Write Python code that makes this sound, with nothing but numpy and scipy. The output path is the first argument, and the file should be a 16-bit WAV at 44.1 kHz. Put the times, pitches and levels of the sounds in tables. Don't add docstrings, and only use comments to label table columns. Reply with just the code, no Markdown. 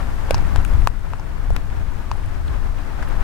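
import sys
import numpy as np
from scipy import signal
from scipy.fft import rfft, irfft, next_fast_len
from scipy.io import wavfile
from scipy.ndimage import uniform_filter1d, map_coordinates

SR = 44100
rng = np.random.default_rng(int(sys.argv[2]) if len(sys.argv) > 2 else 0)


def pcm_store(signal):
    levels = np.round(np.clip(np.atleast_2d(signal), -1, 1) * 32767)
    wavfile.write(sys.argv[1], SR, levels.astype(np.int16).T)


N = 142443

BLOW_S = 0.001337
TICK_PAN_DB = 2


def amp(db):
    return 10 ** (np.asarray(db) / 20)


def unit(x):
    return x / np.sqrt(np.mean(x ** 2) + 1e-20)


def blow(x):
    energy = np.mean(np.sum(x ** 2, axis=-1))
    return x / np.sqrt(energy / (BLOW_S * SR) + 1e-20)


def pan(db):
    return unit(amp(np.array([[db], [-db]]) / 2))


def along(points, hz, axis=1):
    p = np.transpose(points)
    return np.interp(np.log(hz + 1), np.log(p[0] + 1), p[axis])


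def curve(rows):
    return np.interp(np.arange(N) / SR, *np.transpose(rows))


def wobble(rate):
    knots = rng.standard_normal(int(N * rate / SR) + 4)
    return map_coordinates(knots, [np.arange(N) * rate / SR])


def filtered(x, response):
    m = next_fast_len(N + SR // 2)
    return irfft(rfft(x, m) * response(np.fft.rfftfreq(m, 1 / SR)), m)[..., :N]


def band(x, lo_hz, hi_hz):
    hi = min(hi_hz, SR * .48)
    b, a = signal.butter(2, [min(lo_hz, hi - 100), hi], 'band', fs=SR)
    return signal.lfilter(b, a, x)


def add(out, s, sound):
    part = out[:, max(round(s * SR), 0):][:, :sound.shape[-1]]
    part += sound[..., :part.shape[-1]]


def rush(spectrum, alike):
    def mid_side_gains(hz):
        turn = np.arccos(np.clip(alike(hz) + 0 * hz, -1, 1)) / 2
        return amp(along(spectrum, hz)) * [np.cos(turn), np.sin(turn)]

    mid, side = filtered(rng.standard_normal((2, N)), mid_side_gains)
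    return unit(np.array([mid + side, mid - side]))


def wind(swell_s=0.057):
    # t/s, level/dB
    gust_rows = [(0, -20), (.28, -20.5), (.38, -14.5), (.5, -16.5), (.66, -17.5), (.75, -11), (.85, -13),
                 (.95, -16), (1.25, -21.5), (1.42, -16), (1.65, -18.5), (1.85, -15.5), (2.05, -21.5),
                 (2.15, -17), (2.35, -19), (2.65, -15), (2.92, -22), (3.2, -13.5)]
    # t/s, rise over the gusts/dB, half-width to 1/e of the rise/s
    thump_rows = [(0.59, 11, 0.014), (1.518, 9.5, 0.041)]
    # t/s, gain/dB
    flutter_rows = [(.17, -23), (.42, -14), (1.25, -17), (1.85, -15), (2.45, -22.5), (3.2, -17.5)]
    # f/Hz, relative density level/dB per Hz
    rumble_rows = [(8, -5.5), (22, 4.5), (45, -2.5), (70, -7), (110, -14.5), (170, -23), (300, -32.5),
                   (600, -50), (2000, -70)]
    pan_db, alike, half_gain_hz = 11, 0.27, 108

    eddies = rush(rumble_rows, lambda hz: alike) * pan(pan_db)
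    heavy = filtered(eddies, lambda hz: 1 / (1 + (hz / half_gain_hz) ** 4))
    flutter = eddies - heavy

    power = np.abs(uniform_filter1d(np.mean(heavy ** 2, axis=0), int(swell_s * SR)))
    even = heavy / np.sqrt(power + 1e-9)
    t = np.arange(N) / SR
    thump_db = sum(db * np.exp(-((t - s) / width) ** 2) for s, db, width in thump_rows)
    return amp(curve(gust_rows) + thump_db) * even + amp(curve(flutter_rows)) * flutter


def steady_hiss():
    # f/Hz, relative density level/dB per Hz
    hiss_rows = [(1000, 4.5), (4500, 3), (8000, -1), (12000, -4), (16000, -10)]
    level_db, pan_db = -49.5, 3.5
    return amp(level_db) * pan(pan_db) * rush(hiss_rows, lambda hz: .08)


def knock(hz, life, size=1500):
    # multiple of its pitch, relative level/dB
    mode_rows = [(1.002, 41), (1.65, -39), (2.6, 14)]
    rise = 0.053
    cycles = hz * np.arange(size) / SR
    ring = 0
    for k, db in mode_rows:
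        fade = np.exp(-np.log(1000) * k * cycles / life)
        swell = (1 - np.exp(-k * cycles / (rise * life))) ** 2
        ring = ring + amp(db) * np.sin(2 * np.pi * k * cycles) * fade * swell
    return -blow(ring)


def ice_field(flutter_db=1.7, pan_spread_db=4):
    # t/s, level/dB
    field_rows = [(0, -31), (.17, -34), (.3, -30), (1.02, -33.5), (1.25, -32.5), (1.9, -32), (2.97, -33.5),
                  (3.11, -27), (3.23, -29)]
    # f/Hz, relative density level/dB per Hz, left minus right/dB, left-right likeness
    rustle_rows = [(96, 2.5, -11, 0.29), (270, 4, 5, -0.43), (465, -1.5, 4, -0.46), (765, -2, -0.5, 0.18),
                   (940, -2, 1.5, 0.27), (1544, -6, 5, 0.38), (2235, -13, 7, -0.22),
                   (3270, -21.5, 8.5, 0.11), (5800, -29.5, 3, 0.24), (15000, -40, -10, 0.064)]
    rate_per_s, floor_db, spread_db = 170, -12.5, 2.5
    centre_hz, octaves, life_cycles = 1180, 0.79, 4.8

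    rustle = rush(rustle_rows, lambda hz: along(rustle_rows, hz, axis=3))
    out = unit(rustle * amp(flutter_db * wobble(24.76)))
    out = unit(filtered(out, lambda hz: amp(np.outer([1, -1], along(rustle_rows, hz, axis=2)) / 2)))

    count = int(rate_per_s * N / SR)
    for when, pitch, size, side in rng.uniform(-1, 1, (count, 4)):
        db = floor_db - spread_db * np.log(max(abs(size), .03))
        far_crack = knock(centre_hz * 2 ** (octaves * pitch), life_cycles)
        add(out, abs(when) * N / SR, amp(db) * pan(TICK_PAN_DB + pan_spread_db * side) * far_crack)
    return amp(curve(field_rows)) * out


def fracture(t60, size=1500):
    apart, spiky = 0.87, 0.44
    t = np.arange(size) / SR
    slips = rng.standard_normal(size) + apart * rng.standard_normal((2, size))
    slips = slips * np.exp(spiky * rng.standard_normal(size))
    z = rfft(slips * np.exp(-np.log(1000) * t / t60), 2 * size)
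    local_power = np.abs(uniform_filter1d(np.abs(z) ** 2, size=25))
    return irfft(z / np.sqrt(local_power + 1e-12))[:, :size]


def edge(hz, t60):
    width = 1.147
    return blow(band(fracture(t60), hz / width, hz * width))


def ticks():
    # t/s, f/Hz, level/dB
    tick_rows = [(0.3495, 5460, -29), (.57, 3340, -41), (0.8826, 8400, -36), (1.5356, 9500, -42),
                 (2.2603, 8700, -43), (2.4775, 8900, -45), (2.479, 3660, -35.5), (2.4815, 2950, -39),
                 (2.783, 2320, -34.5), (3.0866, 11100, -45)]
    life_cycles = 87
    rate_per_s, faint_db, spread_db, faint_hz = 22, -50, 5.5, 4960
    draws = rng.uniform(-1, 1, (int(rate_per_s * N / SR), 3))
    faint = [(abs(when) * N / SR, faint_hz * 2 ** pitch, faint_db + spread_db * size)
             for when, pitch, size in draws]
    out = np.zeros((2, N))
    for s, hz, db in list(tick_rows) + faint:
        add(out, s, amp(db) * pan(TICK_PAN_DB) * edge(hz, life_cycles / hz))
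    return out


def bumps():
    # t/s, f/Hz, level/dB
    bump_rows = [(.2875, 750, -30), (.3895, 806, -24), (2.1556, 755, -27.5), (2.738, 720, -30.5),
                 (3.029, 990, -25)]
    out = np.zeros((2, N))
    for s, hz, db in bump_rows:
        add(out, s, amp(db) * knock(hz, 9.3))
    return out


def coloured(x, spectrum):
    n = 2 * x.shape[-1]
    cepstrum = irfft(np.log(amp(along(spectrum, np.fft.rfftfreq(n, 1 / SR)))))
    response = np.exp(rfft(2 * cepstrum[:n // 2], n))
    return irfft(rfft(x, n) * response)[..., :n // 2]


def cracks():
    # t/s, slab f/Hz, slab cycles per 60 dB, knock level/dB, snap level/dB, edge f/Hz,
    # edge level/dB, splintering level/dB, fracture t60/s, left minus right of all but splintering/dB
    crack_rows = [(0.3078, 570, 6.5, -8, -17.5, 2490, -24, -26.5, 0.01, 5.5),
                  (0.3444, 905, 6, -15, -24, 5000, -22.5, -31.5, 0.012, 4.5),
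                  (0.381, 895, 5, -24, -36, 4800, -36.5, -43, 0.0071, 3),
                  (0.56, 910, 3.5, -18.5, -22, 2550, -31.5, -33, 0.009, 5.5),
                  (0.6491, 1400, 17, -25.5, -32, 2470, -29, -29.5, 0.0074, 22),
                  (.8730, 1060, 5.5, -1.5, -11, 2540, -24.5, -21.5, 0.0052, 4),
                  (1.1349, 990, 4.5, -17, -32.5, 2450, -35, -43.5, 0.0073, 5.5),
                  (1.1965, 890, 10, -25, -54, 5460, -37.5, -55, 0.012, 0),
                  (1.5044, 650, 4.5, -16.5, -34, 5800, -44.5, -37, 0.01, 5),
                  (1.5638, 1070, 2.5, -16, -18, 5150, -31, -27.5, 0.0084, 4.5),
                  (2.1146, 1005, 9.5, -12, -22.5, 4520, -30.5, -42, 0.011, 4.5),
                  (3.0255, 1450, 10, -24, -30, 1720, -26, -41, 0.068, 1)]
    # f/Hz, relative density level/dB per Hz
    snap_rows = [(600, -17.5), (1600, 2), (2100, -12.5), (2550, 0), (3400, -8.5), (4800, -8.5),
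                 (12000, -28.5)]
    echo_db, echo_t60_s = -18.5, 0.045
    lead_s = .000035

    out, t = np.zeros((2, N)), np.arange(SR // 10) / SR
    for s, hz, life, knock_db, snap_db, edge_hz, edge_db, splinter_db, t60, pan_db in crack_rows:
        snap = blow(coloured(fracture(t60), snap_rows))
        body = amp(knock_db) * knock(hz, life) + amp(snap_db) * snap + amp(edge_db) * edge(edge_hz, t60)
        splinters = amp(splinter_db) * blow(band(fracture(t60), 5900, 13700))
        sound = pan(pan_db) * body + pan(TICK_PAN_DB) * splinters
        add(out, s, sound)

        echo = band(rng.standard_normal((2, len(t))), 503, 7550) * np.exp(-np.log(1000) * t / echo_t60_s)
        scatter = signal.fftconvolve(sound, echo / np.linalg.norm(echo), axes=1)
        add(out, s + BLOW_S, amp(echo_db) * scatter)
    return filtered(out, lambda hz: np.exp(1j * np.pi * lead_s * np.outer([1, -1], hz)))


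def scene():
    return wind() + steady_hiss() + ice_field() + ticks() + bumps() + cracks()


def record(dry):
    limit_db, recover_db_per_s, sense_hz, top_hz = -7, 1.34, 348, 15900
    sensed = filtered(dry, lambda hz: hz > sense_hz)
    power = np.abs(uniform_filter1d(np.mean(sensed ** 2, axis=0), int(BLOW_S * SR)))
    excess_db = np.maximum(10 * np.log10(power + 1e-12) - limit_db, 0)
    recovery_db = recover_db_per_s * np.arange(N) / SR
    duck_db = np.maximum.accumulate(excess_db + recovery_db) - recovery_db
    return filtered(np.clip(dry * amp(-duck_db), -1, 1), lambda hz: hz < top_hz)


dry = scene()
out = record(dry)
pcm_store(out)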